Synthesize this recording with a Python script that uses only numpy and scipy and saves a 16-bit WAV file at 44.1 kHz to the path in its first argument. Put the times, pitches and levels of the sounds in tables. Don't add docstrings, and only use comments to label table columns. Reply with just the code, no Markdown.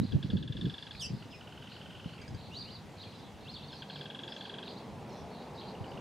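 import sys
import numpy as np
from scipy import signal
from scipy.io import wavfile
from scipy.ndimage import uniform_filter1d

SR = 44100
rng = np.random.default_rng(int(sys.argv[2]) if len(sys.argv) > 2 else 0)


def to_wav(s):
    ch = np.atleast_2d(s).T
    pcm = np.round(np.clip(ch, -1, 1) * 32767)
    wavfile.write(sys.argv[1], SR, pcm.astype(np.int16))


def to_linear_factor(level_db):
    exponent = np.asarray(level_db, float) / 20
    return 10 ** exponent


N = 264820
SIDE = np.array([[.5], [-.5]])


def evened(x):
    return x / np.sqrt(np.mean(x ** 2) + 1e-20)


def add(mix, s, sound):
    part = mix[..., max(round(s * SR), 0):][..., :sound.shape[-1]]
    part += sound[..., :part.shape[-1]]


def follow(rows, smooth=.002):
    s, *columns = np.transpose(rows)
    t = np.arange(s[0], s[-1], 1 / SR)
    size = int(smooth * SR) + 1
    return [uniform_filter1d(np.interp(t, s, c), size, mode="nearest") for c in columns]


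def level(rows):
    s, db = np.transpose(rows)
    return np.interp(np.arange(N) / SR, s, db)


def read(points, hz):
    f, db = np.transpose(points)
    return np.interp(np.log(hz + 1), np.log(f), db)


def turns(hz):
    return 2 * np.pi * (np.cumsum(hz) / SR + rng.random())


def faded(x):
    return x * signal.windows.tukey(len(x), .15)


def flutter(length, size):
    once = uniform_filter1d(rng.standard_normal(length), size)
    return evened(uniform_filter1d(once, size))


def tree(x, wet_db, t60, pan_db, echoes=()):
    out = x * to_linear_factor(SIDE * pan_db)
    for delay, db in echoes:
        add(out, delay, to_linear_factor(db) * x)
    t = np.arange(SR // 2) / SR
    taps = rng.standard_normal((2, len(t))) + 1.12 * rng.standard_normal(len(t))
    sparse = rng.random(len(t)) < .05
    tail = taps * sparse * to_linear_factor(-60 * t / t60) * (t > .009)
    tail = signal.lfilter(*signal.butter(2, (2300, 7500), "band", fs=SR), tail)
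    tail = tail / np.linalg.norm(tail[0])
    return out + to_linear_factor(wet_db - 4.0) * signal.fftconvolve(x[None], tail, axes=1)[:, :N]


def trill(onsets, throat, peak_db, mid_hz, fade_db, last_db, last_pitch, lead=0., third_db=0., low_fall=1.):
    # (time from onset [s], pitch factor, level [dB])
    note_shape = [(-.0007, 1.07, -22), (.0003, 1.035, 0), (.002, .995, 0), (.0045, .95, 0),
                  (.0065, .88, -1), (.0085, .805, -2), (.0105, .76, -7), (.0125, .74, -25)]
    first_db, sag, scatter = -2.5, 0.037, 0.0088
    bend, shape_db = follow(note_shape, smooth=0.00077)
    out = np.zeros(N)
    for i, s in enumerate(onsets):
        u = i / (len(onsets) - 1)
        db = peak_db + fade_db * u + first_db * (u == 0) + last_db * (u == 1)
        pitch = mid_hz / 2 * (1 - sag * (2 * u - 1) ** 2 + scatter * rng.standard_normal())
        pitch = pitch * (last_pitch if u == 1 else 1) * bend
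        partials = (pitch * bend ** (low_fall - 1), 2 * pitch, 3 * pitch)
        note = np.zeros(len(bend))
        for k, hz in enumerate(partials):
            third = k > 1
            waver_db = (1.3 + 1.7 * third) * flutter(len(bend), size=30)
            note += to_linear_factor(read(throat, hz) + third_db * third + waver_db) * np.sin(turns(hz))
        add(out, s + note_shape[0][0] - lead, to_linear_factor(db + shape_db) * note)
    return out


def leading_bird():
    first_onsets = [.1212, .228, .3018, .3693, .4269, .4771, .5233, .5684, .6115, .654, .6975, .7407, .7816,
                    .825, .8674, .9091, .9495]
    repeat_onsets = [3.7294, 3.8217, 3.899, 3.9587, 4.0108, 4.0567, 4.1014, 4.148, 4.1912, 4.235, 4.2787,
                     4.3216, 4.364, 4.409, 4.4528, 4.4965, 4.5404, 4.5845, 4.6286, 4.672]
    # (frequency [Hz], level [dB])
    throat = [(1200, -32), (1400, -20), (1520, -14), (1680, -14), (1850, -21), (2550, -10), (3000, -12.5),
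              (3150, -9), (3330, -3), (3500, -.5), (3720, -1), (4050, -22), (4500, -20), (5200, -29)]
    # (delay [s], level [dB])
    first_echo = [(.0085, -13), (.013, -18), (.019, -18), (.023, -19), (.029, -19)]
    repeat_echo = [(.007, -13), (.018, -11.5), (.03, -17)]
    first = trill(first_onsets, throat, peak_db=-35.5, mid_hz=3491, fade_db=-2.5, last_db=-2, last_pitch=.5,
                  third_db=3.5, low_fall=.5)
    repeat = trill(repeat_onsets, throat, peak_db=-35.5, mid_hz=3394, fade_db=0, last_db=-4, last_pitch=.9,
                   third_db=-1, low_fall=.5)
    return tree(first, -10, .2, 0.1, first_echo) + tree(repeat, -10.5, .2, 0.1, repeat_echo)


def answering_bird():
    answer_onsets = [1.2256, 1.412, 1.475, 1.5254, 1.5766, 1.625, 1.6737, 1.719, 1.7656, 1.8153, 1.8609,
                     1.9063, 1.9514, 1.9993, 2.0453, 2.0921, 2.137, 2.1823]
    restart_onsets = [5.7515, 5.8435, 5.9185, 5.977]
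    # (frequency [Hz], level [dB])
    throat = [(1100, -24), (1300, -11), (1550, -5), (2400, -10), (2850, 0), (3300, -1), (3700, -22)]
    # (delay [s], level [dB])
    echoes = [(.017, -8), (.024, -12), (.036, -13)]
    song = trill(answer_onsets, throat, peak_db=-47, mid_hz=3098, fade_db=-1, last_db=1, last_pitch=.94,
                 lead=.002)
    song += trill(restart_onsets, throat, peak_db=-48, mid_hz=3045, fade_db=-1, last_db=3, last_pitch=1.0,
                  lead=.002)
    return tree(song, -10.5, .3, -1.5, echoes)


def chirps():
    # (time [s], low side [Hz], high side [Hz], low level [dB], high level [dB])
    calls = [
        [(.993, 3620, 4440, -66, -38), (1.003, 3650, 4800, -47.5, -49), (1.013, 3290, 5150, -45, -49),
         (1.025, 2986, 5300, -42.5, -46.5), (1.045, 2618, 5080, -47.5, -46.5), (1.06, 2710, 4720, -49, -42.5),
         (1.073, 3350, 4740, -47, -55)],
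        [(1.305, 3900, 4950, -71, -62), (1.324, 3220, 5100, -57, -60), (1.333, 2750, 5150, -46.5, -74),
         (1.347, 2440, 5150, -54.5, -56), (1.368, 2480, 5250, -57, -65)],
    ]
    # (multiple of low, multiple of high, level [dB])
    mixed = [(1, 0, 2), (0, 1, -2), (2, 0, -0.5), (1, 1, -7), (3, 0, -15), (0, 2, -19), (2, 1, -18),
             (4, 0, -22), (1, 2, -32), (3, 1, -32), (2, 2, -36), (0, 3, -38), (5, 0, -36)]
    # (frequency [Hz], level [dB])
    throat = [(2500, -2.5), (5300, 3), (7200, -7), (8400, -5.5), (10300, 0.5), (12500, -7), (14500, -5)]
    out = np.zeros(N)
    for rows, sums_db in zip(calls, (0.1, -24)):
        low, high, low_db, high_db = follow(rows, smooth=0.0031)
        a, b = (turns(hz * (1 + .006 * flutter(len(hz), size=60))) for hz in (low, high))
        t = np.arange(len(low)) / SR
        for m, n, db in mixed:
            db = db + (m * low_db + n * high_db) / (m + n) + sums_db * (m + n > 1)
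            db = db + read(throat, m * low + n * high)
            db = db + 2.5 * np.sqrt(m + n) * flutter(len(low), size=70)
            db = db - 11 * max(m - 1, 0) * np.exp(-(t / .018) ** 2)
            add(out, rows[0][0], faded(to_linear_factor(db + 1.5) * np.sin(m * a + n * b)))
    return out


def chips():
    # (time [s], peak level [dB], lowest tone [Hz])
    notes = [
        (2.2144, -48.5, 1620),
        (2.2773, -48.5, 1664),
        (2.345, -49.5, 1590),
    ]
    partial_db = [-4.5, -7.5, -0.5, -11, -16.5]
    out = np.zeros(N)
    t = np.arange(int(0.017 * SR)) / SR
    shape = np.minimum(t / 0.0027, 1) * np.cos(np.pi / 2 * t / t[-1]) ** 2
    for s, db, hz in notes:
        phase = turns(hz * (.975 + 3 * t))
        buzz = np.zeros(len(t))
        for k, p in enumerate(partial_db):
            buzz += to_linear_factor(p + 2.3 * flutter(len(t), size=40)) * np.sin((k + 1) * phase)
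        add(out, s, to_linear_factor(db) * shape * buzz)
    return out


def whistle(rows, waver_db=1.3):
    hz, db = follow(rows, smooth=.004)
    return faded(to_linear_factor(db + 2.0 + waver_db * flutter(len(hz), size=100)) * np.sin(turns(hz)))


def hooks():
    # (time [s], level [dB], level of the last fall [dB], level of the second hook [dB])
    pairs = [
        (.046, -53.5, -5, -63),
        (1.738, -58, -12, -75),
        (3.026, -50.5, 5, -59),
        (3.956, -54.5, -12, -59),
        (4.698, -50, 0, -54),
        (5.608, -52, -5, -55),
        (5.955, -67, -12, -80),
    ]
    # (time from the top [s], frequency [Hz], level [dB])
    main = [(-.046, 4550, -12), (-.034, 3900, -5), (-.026, 3700, -4), (-.013, 4100, 0), (-.005, 4350, -1),
            (-.001, 5020, -4), (.005, 4200, -7), (.011, 3000, -6), (.02, 2400, -16)]
    trailing = [(.008, 3230, -12), (.018, 3330, -9), (0.029, 3650, -12)]
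    rising = [(0, 3730, -8), (.01, 4020, -19), (0.025, 4550, -16)]
    out = np.zeros(N)
    for s, db, fall_db, again_db in pairs:
        for at, top_db, hook in ((s, db, main), (s + .089, again_db, main[2:])):
            for shape in (hook, trailing, rising):
                rows = [(t, hz, top_db + d + fall_db * (t > 0)) for t, hz, d in shape]
                add(out, at + shape[0][0], whistle(rows))
    return out


def arches():
    # (time from the top [s], frequency [Hz], level [dB])
    step = [(-.087, 2150, -13), (-.075, 2700, -8), (-.042, 3000, -3), (-.032, 3400, -6), (-.022, 4300, 0),
            (-.01, 4700, -2), (.008, 4850, -6), (.024, 4400, 2), (.046, 3280, -6)]
    step_over = [(-.06, 3346, -3), (-.045, 3800, -6), (-.032, 4050, -3), (-.012, 4610, -5),
                 (.04, 4800, -2.5), (.058, 4500, -9), (.078, 3890, 2)]
    tent = [(-.077, 2650, -12), (-.053, 2700, -9), (-.03, 4150, 0), (-.017, 4400, -1)]
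    tent_top = [(-.019, 4600, -5), (-.012, 4900, -8), (0, 5300, -12), (.014, 4900, -12)]
    tent_fall = [(.012, 4800, -3), (.025, 4250, -2), (.031, 3750, -3), (.041, 3480, -1), (.056, 2550, -17)]
    out = np.zeros(N)
    # shape, time of the top [s], level [dB], level of the second [dB]
    for shape, s, db, again_db in ((step, 2.59, -47, -53), (step_over, 2.59, -47, -69),
                                   (tent, 3.525, -46.5, -52), (tent_top, 3.525, -51.5, -64),
                                   (tent_fall, 3.525, -45, -53)):
        for at, top_db in ((s, db), (s + .143, again_db)):
            add(out, at + shape[0][0], to_linear_factor(top_db) * whistle(shape, waver_db=2.6))
    return out


def slides():
    # (start [s], end [s], from [Hz], to [Hz], level [dB])
    plain = [(3.715, 3.762, 5030, 5170, -60), (3.715, 3.755, 4380, 4250, -59),
             (3.135, 3.182, 4030, 3950, -60), (3.058, 3.085, 2480, 2350, -61),
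             (5.098, 5.16, 4300, 4100, -63), (5.3, 5.385, 4370, 4350, -62), (3.51, 3.535, 4150, 4300, -59),
             (3.562, 3.59, 4450, 4620, -58), (3.64, 3.68, 3450, 3500, -61), (3.185, 3.21, 3550, 3450, -64),
             (3.225, 3.255, 3950, 3900, -66), (2.96, 2.98, 2450, 2400, -65),
             (3.258, 3.275, 3300, 3500, -64), (3.98, 4.01, 2300, 2350, -63),
             (5.455, 5.472, 3500, 4400, -68), (5.472, 5.485, 4400, 3300, -68),
             (5.32, 5.35, 2700, 2800, -68), (5.875, 5.895, 4700, 4700, -68), (5.928, 5.95, 3000, 4000, -65),
             (3.785, 3.81, 5800, 6050, -67), (3.885, 3.93, 4250, 4200, -60),
             (3.588, 3.602, 4550, 3400, -61), (3.6, 3.625, 3350, 3450, -62),
             (2.542, 2.562, 4600, 4650, -59), (2.596, 2.608, 4050, 4150, -55),
             (5.385, 5.44, 4350, 4330, -67), (1.378, 1.403, 5000, 5250, -64), (5.15, 5.3, 3450, 3400, -70),
             (5.578, 5.587, 3600, 2900, -62), (2.675, 2.69, 4650, 4500, -61)]
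    farthest = [(4.275, 4.335, 5310, 5220, -66), (4.275, 4.335, 4500, 4700, -65),
                (4.23, 4.27, 6630, 7000, -71), (2.51, 2.56, 4800, 7500, -69), (2.56, 2.6, 8700, 9700, -75),
                (5.09, 5.108, 6100, 5050, -66), (5.124, 5.14, 6850, 5200, -69),
                (5.114, 5.124, 5700, 6850, -69), (5.105, 5.15, 5100, 5400, -68),
                (4.37, 4.39, 6600, 7600, -72)]
    ends_db = -3.5
    out = np.zeros(N)
    for rows, waver_db in ((plain, 3.2), (farthest, 4.5)):
        for start, end, from_hz, to_hz, db in rows:
            middle = ((start + end) / 2, (from_hz + to_hz) / 2, 0)
            swell = [(start, from_hz, ends_db), middle, (end, to_hz, ends_db)]
            add(out, start, to_linear_factor(db) * whistle(swell, waver_db))
    return out


def chatter():
    # (start [s], end [s], level [dB], centre [Hz])
    bursts = [(.03, .11, -59.5, 4180), (.23, .27, -63, 4500), (.3, .345, -63, 4400), (.368, .4, -58, 4065),
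              (.5, .9, -66, 4500), (.904, 1.006, -57, 4260), (1.065, 1.253, -65.5, 4330),
              (1.502, 2.171, -64.5, 3154), (1.68, 1.799, -63.5, 4300), (2.052, 2.17, -67, 4350),
              (2.187, 2.277, -61.5, 2300), (2.359, 2.503, -61.5, 3980), (2.52, 2.602, -72, 5900),
              (2.56, 2.8, -64, 4170), (2.6, 2.66, -78, 9300), (2.949, 3.117, -63, 4200),
              (3.117, 3.299, -66, 3630), (3.12, 3.22, -69, 4900), (3.399, 3.462, -65, 3990),
              (3.518, 3.68, -62, 3700), (3.705, 3.831, -59, 4260), (3.867, 4.046, -59, 4335),
              (4.27, 4.339, -61.5, 4700), (4.349, 4.52, -59.5, 4130), (4.318, 4.4, -72, 6300),
              (4.624, 4.75, -60.5, 4200), (4.75, 4.83, -65, 3900), (5.13, 5.22, -69, 5550),
              (5.104, 5.199, -68, 3960), (5.32, 5.445, -63, 3970), (5.54, 5.57, -62, 4500),
              (5.57, 5.721, -61.5, 4050), (5.608, 5.626, -56, 3320), (5.86, 5.93, -69, 4600)]
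    peeps_per_s = 900
    out = np.zeros(N)
    for start, end, db, hz in bursts:
        burst = np.zeros(int((end - start) * SR))
        count = int(peeps_per_s * (end - start)) + 1
        for place, pitch, glide, length, size in rng.random((count, 5)):
            t = np.arange(int(SR * (0.0035 + 0.0092 * length))) / SR
            offset = 1.1 * (pitch - .5) * (.1 + (pitch - .5) ** 2)
            bend = 1 + offset + 0.17 * (glide - .5) * t / t[-1]
            peep = size * np.hanning(len(t)) * np.sin(turns(hz * bend))
            add(burst, place * (end - start), peep)
        add(out, start, to_linear_factor(db) * evened(burst) * signal.windows.tukey(len(burst), .4))
    return out


def ticks():
    # (time [s], peak level [dB], frequency [Hz])
    snaps = [
        (1.1, -43, 2500),
        (5.156, -42, 1900),
        (5.423, -47, 2900),
        (1.7, -46, 4700),
    ]
    out = np.zeros(N)
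    t = np.arange(int(.003 * SR)) / SR
    for s, db, hz in snaps:
        add(out, s, to_linear_factor(db) * np.exp(-t / 0.00054) * np.sin(2 * np.pi * hz * t))
    return out


def noise(points, same, patchy_db, size=1024):
    frames, hz = 4 * N // size + 5, np.fft.rfftfreq(size, 1 / SR)
    a, b, c, d, patches = rng.standard_normal((frames, len(hz), 5)).T
    patches = uniform_filter1d(patches, size=8, axis=0)
    patches = evened(uniform_filter1d(patches, size=10, axis=1))
    shape_db = read(points, hz)[:, None] + patchy_db * patches
    shared = a + 1j * b
    apart = to_linear_factor(read(same, hz))[:, None] * (c + 1j * d)
    z = np.array([shared + apart, shared - apart]) * to_linear_factor(shape_db)
    return evened(signal.istft(z, nperseg=size, noverlap=size - size // 4)[1][:, :N])


def gusting():
    # (time [s], level [dB])
    breeze = [(0, -45), (.45, -37), (.68, -38), (.78, -55), (1.1, -45), (1.4, -52.5), (2.4, -48.5),
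              (3.0, -51.5), (3.6, -51), (4, -63), (4.8, -70), (4.9, -46.5), (5.3, -58), (6, -54)]
    # (time [s], level [dB], left-right difference [dB], half length [s])
    gusts = [(0.008, -28, -6, 0.046), (0.132, -32.5, 10, 0.028), (0.165, -32.5, -11, 0.025),
             (.26, -39, -7, 0.019), (0.348, -29.5, -3, 0.041), (0.654, -32, 0, 0.027),
             (1.139, -36.5, 0, 0.034), (2.065, -46, -5, 0.028), (2.333, -38.5, 2, 0.041),
             (5.23, -47, 4, .03), (5.815, -52, -8, 0.038), (5.93, -48.5, -4, 0.029)]
    t = np.arange(N) / SR
    bells = np.zeros((2, N))
    for s, db, pan_db, half in gusts:
        bells += to_linear_factor(db + SIDE * pan_db) * np.exp(-((t - s) / half) ** 2)
    return np.hypot(to_linear_factor(level(breeze)), bells)


def buffets():
    # (time [s], peak level [dB], frequency [Hz], left-right difference [dB], length [s])
    thumps = [(0.011, -24.5, 189, 3.5, 0.01), (0.049, -25, 145, -1, 0.0044), (0.131, -26.5, 196, 9, 0.0076),
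              (0.152, -19, 135, -7, 0.013), (0.244, -23.5, 135, -4, 0.0075), (0.332, -17, 163, 1, 0.0072),
              (0.349, -21, 158.5, -2, 0.0091), (0.498, -27, 110, 6, 0.01), (0.643, -22.5, 140, -2, 0.0081),
              (0.664, -28, 123.5, 6, 0.01), (1.103, -30, 144, 1, 0.0065), (1.129, -30.5, 141, 3, 0.0087),
              (2.057, -30, 142, 5, 0.0053), (2.33, -40, 117.5, 11, 0.017), (5.804, -31, 106, -2.0, 0.0094),
              (5.939, -41.5, 156, 5, 0.015), (0.03, -30, 232, -3, 0.0066), (0.202, -35, 110, -6, .008),
              (.293, -32.5, 199, -7, 0.0067), (.378, -27, 171, 0, 0.0091), (.402, -27, 122, 2, .007),
              (0.435, -33, 240, 4, 0.0092), (.682, -30, 118, 0, 0.0084), (0.163, -39, 473, -7, 0.0023)]
    out = np.zeros((2, N))
    for s, db, hz, pan_db, length in thumps:
        t = np.arange(int(4 * length * SR)) / SR
        push = t / length * np.exp(1 - t / length) * np.exp(-(t / length / 1.82) ** 2)
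        start = rng.random() + 0.12 * rng.standard_normal((2, 1))
        phase = 2 * np.pi * (hz * t * (1.2 - 5 * t) + start)
        ring = np.sin(phase) + 0.21 * np.sin(2 * phase + 1.95)
        add(out, s, to_linear_factor(db + SIDE * pan_db) * push * ring)
    return out


def wind():
    # (frequency [Hz], level per Hz [dB])
    blow = [(12, -68), (20, -29.5), (91, -1.5), (140, 0), (252, -10), (335, -17), (433, -24), (634, -31.5),
            (720, -52), (900, -54), (1170, -78), (1980, -120)]
    # (frequency [Hz], side minus mid [dB])
    apart = [(40, -11), (120, -11), (300, -6)]
    air = noise(blow, apart, 2.6, size=2048) * to_linear_factor(2.7 * flutter(N, size=500))
    steady = air / np.sqrt(uniform_filter1d((air ** 2).mean(0), size=3000) + 0.079)
    return steady * to_linear_factor(-1.0) * gusting() + buffets()


def traffic():
    # (frequency [Hz], level per Hz [dB])
    rumble = [(59, -30), (100, -3.5), (237, 0), (282, -9), (428, -4.5), (608, -8), (829, -7.5), (980, -11),
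              (1120, -17), (1460, -26), (2500, -28), (3250, -58), (5500, -120)]
    # (frequency [Hz], side minus mid [dB])
    apart = [(200, -23), (450, -16), (700, -16)]
    # (time [s], level [dB])
    swell = [(0, -59.5), (.35, -61), (.53, -64), (.7, -60), (1.2, -57), (2.9, -55), (3.4, -55),
             (4.6, -49.5), (6, -47)]
    return noise(rumble, apart, 1.0) * to_linear_factor(level(swell) + 2.5)


def drone():
    # (start [s], end [s], frequency [Hz], level [dB])
    engines = [
        (3.5, 4.25, 146.7, -53),
    ]
    out = np.zeros(N)
    for start, end, hz, db in engines:
        n = int((end - start) * SR)
        pitch = hz * (1 + 0.016 * flutter(n, size=3000))
        tone = to_linear_factor(db + 2.5 * flutter(n, size=2500)) * np.sin(turns(pitch))
        add(out, start, tone * signal.windows.tukey(n, .4))
    return out


def leaves():
    # (frequency [Hz], level per Hz [dB])
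    hiss = [(530, -38), (900, -12.5), (1270, -14), (1930, -15), (2480, -16.5), (2660, -14.5), (3800, -17.5),
            (4550, -20), (6350, -25.5), (15500, -40)]
    # (frequency [Hz], side minus mid [dB])
    apart = [(1500, -9.5), (12000, -12.5)]
    return noise(hiss, apart, 1.0) * to_linear_factor(-59.5)


def scene():
    mix = leading_bird() + answering_bird()
    mix += tree(chirps(), -7.5, 0.16, -1.1, [(.011, -14)])
    mix += tree(chips() + ticks(), -10, .1, -1.04, [(.01, -9)])
    mix += tree(hooks() + arches() + slides(), -7, .2, -1.4, [(.011, -18)])
    mix += tree(chatter(), -3.0, 0.25, -1.1)
    return mix + wind() + traffic() + drone() + leaves()


def roll_off(x):
    return signal.sosfilt(signal.butter(12, 15660, fs=SR, output="sos"), x)


def record(dry):
    # (start [s], end [s])
    starved = [(.215, .24), (.29, .31), (.43, .5), (.53, .63), (.68, .928), (4.06, 4.1), (4.135, 4.28),
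               (4.31, 4.36), (4.45, 4.635)]
    dip_s, dip_db, dip_width_s = 0.46, -3.5, 0.11
    t = np.arange(N) / SR
    dry = signal.sosfilt(signal.butter(2, 52, "high", fs=SR, output="sos"), dry)
    dry = dry * to_linear_factor(dip_db * np.exp(-((t - dip_s) / dip_width_s) ** 2))
    top = signal.sosfiltfilt(signal.butter(12, 12900, "high", fs=SR, output="sos"), dry)
    busy = sum((t > start) & (t < end) for start, end in starved)
    finished = dry - top * uniform_filter1d(busy * 1., size=300)
    return roll_off(finished)


dry = scene()
out = record(dry)
to_wav(out)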